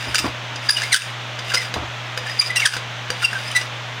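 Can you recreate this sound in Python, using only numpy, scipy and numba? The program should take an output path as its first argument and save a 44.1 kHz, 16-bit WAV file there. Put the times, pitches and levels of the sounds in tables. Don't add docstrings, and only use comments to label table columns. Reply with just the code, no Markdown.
import sys
import numpy as np
from scipy import signal
from scipy.fft import rfft, irfft
from scipy.io import wavfile
from numba import njit

SR = 44100
rng = np.random.default_rng(int(sys.argv[2]) if len(sys.argv) > 2 else 0)


def master_out(mix):
    frames = np.transpose(np.atleast_2d(mix))
    ceiling = np.clip(frames, -1, 1)
    pcm = np.round(ceiling * 32767).astype(np.int16)
    wavfile.write(sys.argv[1], SR, pcm)


N = 176400
T = np.arange(N) / SR

# start in seconds, length in seconds, first and last pitch in Hz,
# tone level in dB, then rasp and overtones in dB against the tone, before the brass colours them.
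THREAD_SQUEAKS = [ (0.078, 0.018, 5040, 5000, -33, -14, -5), (0.1416, 0.014, 1660, 1346, -16, -0.5, -1),
                  (0.145, 0.028, 2826, 2705, -25.5, 8, -15), (0.176, 0.024, 3032, 2633, -22, 9.5, 5.5),
                  (.687, 0.013, 1696, 1693, -11.5, -3.5, -8), (0.6874, 0.0072, 4950, 4770, -5, -24, -31),
                  (0.696, 0.015, 4855, 4840, -2.5, -26, -13), (0.705, 0.011, 4850, 5040, -14, -2, 3),
                  (.712, 0.045, 4920, 4930, -25, -3, -15), (0.759, 0.023, 3060, 2766, -18, -13, -11),
                  (.762, 0.047, 4900, 4850, -29, -9, -24), (0.775, 0.011, 1730, 1630, -27, -5, -16),
                  (.817, 0.0063, 1570, 1790, -18, -5.5, -21), (.82, .036, 1950, 2220, -27, -10, -6.5),
                  (0.914, 0.033, 2380, 1645, -12.5, -8.5, 2.5), (0.929, 0.029, 1720, 1442, -8.5, -6.5, 2),
                  (0.95, 0.027, 1574, 1742, -15.5, -4, 3.5), (1.007, 0.027, 2970, 2596, -29, -2.5, -14),
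                  (1.493, 0.013, 2900, 2770, -27.5, -1.5, -14), (1.515, .009, 1620, 1570, -20, -16, -18),
                  (1.533, 0.025, 1330, 1486, -19.5, -3, -1.5), (1.535, 0.023, 4700, 5020, -14.5, -6, -24),
                  (1.566, 0.017, 2086, 2056, -12.5, -20, -10), (1.571, .014, 5130, 5160, -18, -17, -14),
                  (1.612, 0.013, 1985, 1930, -27.5, -6.5, -14), (2.26, 0.015, 1800, 1690, -27.5, -7, -14),
                  (2.291, 0.015, 1780, 1970, -27, -9, -11), (2.302, 0.022, 4910, 4980, -29, -19, -23),
                  (2.387, 0.02, 4930, 4780, -5, -23, -14.5), (2.403, 0.025, 2200, 2554, -18.5, -1.5, -7),
                  (2.416, 0.015, 1150, 1217, -22.5, -5, -4), (2.442, 0.048, 4950, 4900, -29, -5, -21),
                  (2.495, 0.022, 2030, 1975, -19.5, -15.5, -18),
                  (2.551, 0.028, 2061, 1885, -19.5, -.5, -0.5), (2.557, 0.028, 2866, 2708, -13, -22, -4),
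                  (2.581, .038, 2765, 2715, -23, -3.5, -15), (2.614, 0.024, 2380, 2040, -17, -14, -20),
                  (2.647, .022, 2020, 1430, -7.5, -7.5, 2), (2.663, 0.015, 1669, 1740, -8.5, -2, -22),
                  (2.729, .018, 1667, 1370, -20.5, -1.5, -20), (3.224, .013, 1470, 1370, -20.5, -9, -9),
                  (3.236, 0.025, 2857, 2680, -7.5, -19, -11), (3.242, 0.022, 4750, 4790, -20, -13, -25),
                  (3.329, 0.0073, 1670, 1540, -21, -9.5, -25), (3.347, 0.029, 1640, 1510, -22, -20, -22),
                  (3.465, .028, 4980, 5060, -33.5, -10, -12), (3.512, .0074, 2940, 3060, -20.5, -6.5, -7),
                  (3.545, 0.036, 2008, 1957, -13.5, -11, -6)]
# frequency in Hz, gain in dB.
OVERTONE_RADIATION = [(2700, -4), (3800, 1), (5900, -1), (7300, -8), (9400, 5.5), (10800, -14.5),
                      (16000, -12)]
# centre in Hz, width in Hz, relative gain in dB.
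BRASS_RESONANCES = [(1740, 770, 3.5), (2720, 630, 12), (3680, 370, 10), (4817, 130, 18.5), (5160, 99, 1.5),
                    (5760, 200, -1.5), (6720, 50, 5.5), (8670, 71, 6.5), (9140, 79, 0), (10400, 200, -2),
                    (12460, 320, 5.5), (14200, 300, 5), (15500, 160, -5)]
# frequency in Hz, gain in dB.
BRASS_ROLLOFF = [(9900, 0.5), (11000, -12)]
# time in seconds, level in dB.
TURN_LEVELS = [
    [(0, -32), (.13, -36.5), (.21, -36), (.27, -30.5), (.31, -47)],
    [(.61, -45), (.65, -33.5), (.72, -31), (.84, -28.5), (.89, -34), (1.0, -24), (1.07, -37.5), (1.13, -46)],
    [(1.44, -43), (1.51, -29), (1.63, -31), (1.68, -37.5), (1.73, -54)],
    [(2.22, -54), (2.28, -35), (2.35, -38.5), (2.44, -28.5), (2.53, -49), (2.62, -27), (2.77, -32.5),
     (2.81, -59)],
    [(3.13, -46), (3.19, -39), (3.23, -25.5), (3.30, -35.5), (3.62, -31.5), (3.68, -45)],
]
# frequency in Hz, relative gain in dB.
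SCRAPE_TONE = [(400, -16), (1500, 17.5), (4300, 9), (4900, 8), (7000, 8.5), (11500, 14), (14000, 9)]
# start in seconds, strength in dB.
GRIP_CLICKS = [(0.558, -15.5), (1.389, -14.5), (1.5403, -6.5), (1.546, -6.5), (1.74, -7), (2.175, -7),
               (2.767, -10), (3.103, -4), (3.612, -14)]
# frequency in Hz, relative level in dB, seconds to fall 60 dB.
TAP_MODES = [(507.5, -11, 0.17), (563, -18, 0.11), (1560, 4, 0.014), (4700, -4.5, 0.023),
             (6370, -7.5, 0.015), (8950, -26, 0.027)]
# start in seconds, knock strength in dB, boom level in dB.
DULL_BUMPS = [(0.07, -27, -40), (0.2, -26, -42), (0.242, -16, -37), (1.759, -20, -31.5), (1.822, -29, -47)]
# frequency in Hz, relative level in dB.
KNOCK_SPECTRUM = [(100, -38), (300, -1.5), (450, -16), (620, -10), (1250, -11), (1800, -25), (5000, -78)]
# frequency in Hz, relative density in dB.
FAN_RUSH = [(120, -36), (200, -4.5), (380, -7), (647, -0.5), (1400, 0), (3430, -2), (4680, -13.5),
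            (6280, -15), (9060, -31.5), (16000, -41.5)]
# frequency in Hz, relative density in dB.
FAN_RUMBLE = [(20, -25), (50, -13.5), (80, -11), (150, -6.5)]
# frequency in Hz, rms level in dB.
HUM_TONES = [(120, -35.5), (620, -51)]

PEAK_AT, SWELL_POWER, FADE_POWER = .4, .91, .26
LOUD_DELAY, LOUD_SWELL, LOUD_FADE = .56, 1.33, .2
JITTER, JITTER_HZ, SHIMMER = .024, 600, .7
SLIP_SCATTER_RAD, SLIP_SCATTER_HZ = .19, 1100
OVERTONE_DB_PER_OCTAVE, BLOOM = -3.5, .18
SCREECH_HZ, SCREECH_DB = 8500, -17
FINE_MODES_T60_S, FINE_MODES_DB = .09, -5
CATCHES_PER_S, CATCH_SPREAD_DB, SLIDE_DB = 650, 4, -8
CRACK_DB, RING_DB = -4.5, -12.5
HARD_CRACK_S, HARD_CRACK_HZ = .001, 21800
KNOCK_S, BOOM_S, BOOM_HZ, BOOM_WIDTH_HZ = .021, .019, 77, 26
FAN_DB = -31
ROOM_DB, ROOM_T60_S, ROOM_GAP_S = -9, .2, .0067
LIMIT_DB, LIMIT_ATTACK_S, LIMIT_HOLD_S, LIMIT_RELEASE_DB_PER_S = -7.5, .00046, .028, 159
TOP_HZ = 15800


def squeaks():
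    tones, overtones, rasp, load = np.zeros((4, N))
    jitter, shimmer = wander(JITTER_HZ), wander(hz=175)
    grit = noise() * undb(1.6 * wander(hz=1200))
    scatter = wander(SLIP_SCATTER_HZ)
    for start, length, first_hz, last_hz, db, rasp_db, overtone_db in THREAD_SQUEAKS:
        progress = np.linspace(0, 1, int(length * SR))
        span = np.arange(len(progress)) + int(start * SR)
        level = undb(db)
        peak = min(PEAK_AT + LOUD_DELAY * level, .95)
        swell = (progress / peak) ** (SWELL_POWER + LOUD_SWELL * level)
        fade = ((1 - progress) / (1 - peak)) ** (FADE_POWER + LOUD_FADE * level)
        pressure = np.minimum(swell, fade)
        bite = np.sqrt(pressure)
        roughness = min(undb(rasp_db / 2), 1) * bite
        glide_hz = first_hz + (last_hz - first_hz) * progress
        hz = glide_hz * (1 + JITTER * roughness * jitter[span])
        phase = 2 * np.pi * np.cumsum(hz) / SR
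        offsets = 2 * np.pi * rng.random(size=16)
        slip_phase = phase + SLIP_SCATTER_RAD * scatter[span]
        harmonics = 0
        for k in range(2, int(TOP_HZ / first_hz) + 1):
            weight = undb(OVERTONE_DB_PER_OCTAVE * np.log2(k)) * pressure ** (BLOOM * (k - 2))
            harmonics += weight * np.sin(k * slip_phase + offsets[k])
        envelope = level * pressure * np.exp(SHIMMER * roughness * shimmer[span])
        add(tones, start, np.sqrt(2) * envelope * np.sin(phase))
        add(overtones, start, np.sqrt(2) * envelope * bite * undb(overtone_db) * harmonics)
        add(rasp, start, envelope * bite * undb(rasp_db) * grit[span] * (1 + .5 * np.cos(phase)))
        add(load, start, envelope)
    highpass = signal.butter(4, SCREECH_HZ, "high", fs=SR, output="sos")
    screech = undb(SCREECH_DB) * np.sqrt(load) * signal.sosfiltfilt(highpass, rasp)
    return tones + colour(overtones, OVERTONE_RADIATION) + brass(rasp + screech)


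def scrape():
    effort = sum(undb(np.interp(T, *np.array(turn).T, left=-120, right=-120)) for turn in TURN_LEVELS)
    catches = (rng.random(N) < CATCHES_PER_S / SR) * np.sign(noise())
    catches *= undb(CATCH_SPREAD_DB * np.clip(noise(), -2, 2))
    friction = unit(catches) + undb(SLIDE_DB) * noise()
    return effort * unit(colour(brass(friction), SCRAPE_TONE))


def clicks():
    rings, cracks = np.zeros((2, N))
    t = T[:SR // 4]
    for start, db in GRIP_CLICKS:
        for hz, mode_db, t60 in TAP_MODES:
            level = undb(db + RING_DB + mode_db + 2 * rng.standard_normal())
            add(rings, start, level * np.sin(2 * np.pi * hz * t) * decay(t, t60))
        hardness = undb(db / 2)
        age = t * hardness / HARD_CRACK_S
        burst = rng.standard_normal(len(t)) * age * np.exp(1 - age)
        lowpass = signal.butter(2, min(HARD_CRACK_HZ * hardness, TOP_HZ), fs=SR)
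        add(cracks, start, undb(db + CRACK_DB) / 2 * signal.lfilter(*lowpass, burst))
    return rings + brass(cracks)


def brass(drive):
    t = T[:SR // 10]
    impulse = signal.unit_impulse(len(t))
    main_modes = sum(undb(db) * resonate(impulse, hz, width) for hz, width, db in BRASS_RESONANCES)
    diffuse = rng.standard_normal(len(t)) * decay(t, FINE_MODES_T60_S)
    fine_modes = signal.fftconvolve(main_modes, diffuse)[:len(t)]
    ring = unit(main_modes) + undb(FINE_MODES_DB) * unit(fine_modes)
    return colour(convolve(drive, ring), BRASS_ROLLOFF)


def bumps():
    knock, boom = np.zeros((2, N))
    knock_shape = np.exp(-T / KNOCK_S) * (1 - np.exp(-20 * T / KNOCK_S))
    boom_shape = T / BOOM_S * np.exp(1 - T / BOOM_S)
    for start, knock_db, boom_db in DULL_BUMPS:
        add(knock, start, undb(knock_db) * knock_shape)
        add(boom, start, undb(boom_db) * boom_shape)
    rumble = resonate(resonate(noise(), BOOM_HZ, BOOM_WIDTH_HZ), BOOM_HZ, BOOM_WIDTH_HZ)
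    return knock * unit(colour(noise(), KNOCK_SPECTRUM)) + boom * unit(rumble)


def room(direct):
    t = T[:SR // 2]
    tail = rng.standard_normal(len(t)) * decay(t, ROOM_T60_S) * (t > ROOM_GAP_S)
    return direct + undb(ROOM_DB) * convolve(direct, tail)


def fan_and_hum():
    hum = sum(np.sqrt(2) * undb(db) * np.sin(2 * np.pi * (hz * T + rng.random())) for hz, db in HUM_TONES)
    spectrum = FAN_RUMBLE + [(hz, db) for hz, db in FAN_RUSH if hz >= 200]
    return hum + undb(FAN_DB) * unit(colour(noise(), spectrum))


def undb(db):
    return 10 ** (np.asarray(db) / 20)


def unit(x):
    return x / np.sqrt(np.mean(x ** 2) + 1e-18)


def noise():
    return rng.standard_normal(N)


def wander(hz):
    return unit(signal.sosfilt(signal.butter(2, hz, fs=SR, output="sos"), noise()))


def decay(t, t60):
    return np.exp(-np.log(1000) * t / t60)


def colour(x, points):
    hz, db = np.array(points, float).T
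    bins_hz = np.maximum(np.arange(N + 1) * SR / (2 * N), 1)
    gain = undb(np.interp(np.log(bins_hz), np.log(hz), db))
    return irfft(rfft(x, 2 * N) * gain)[:N]


def resonate(x, hz, width):
    return signal.lfilter(*signal.iirpeak(hz, hz / width, fs=SR), x)


def convolve(x, response):
    return signal.fftconvolve(x, response / np.linalg.norm(response))[:N]


def add(out, start, x):
    i = max(int(start * SR), 0)
    out[i:i + len(x)] += x[:N - i]


def scene():
    return (room(squeaks() + scrape() + clicks() + bumps()) + fan_and_hum())[None]


@njit
def limiter_cut(over_db):
    out, cut, wait = np.zeros(len(over_db)), 0., 0.
    for i in range(len(over_db)):
        if over_db[i] > cut:
            cut += (over_db[i] - cut) / (LIMIT_ATTACK_S * SR)
            wait = LIMIT_HOLD_S * SR
        elif wait > 0:
            wait -= 1
        else:
            cut = max(cut - LIMIT_RELEASE_DB_PER_S / SR, 0.)
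        out[i] = cut
    return out


def record(dry):
    mic = dry[0]
    over_db = 20 * np.log10(abs(mic) + 1e-9) - LIMIT_DB
    limited = mic * undb(-limiter_cut(over_db))
    rounded = limited / (1 + (limited / .9) ** 8) ** (1 / 8)
    top_cut = signal.ellip(10, .2, 80, TOP_HZ, fs=SR, output="sos")
    return signal.sosfilt(top_cut, rounded)[None]


dry = scene()
out = record(dry)
master_out(out)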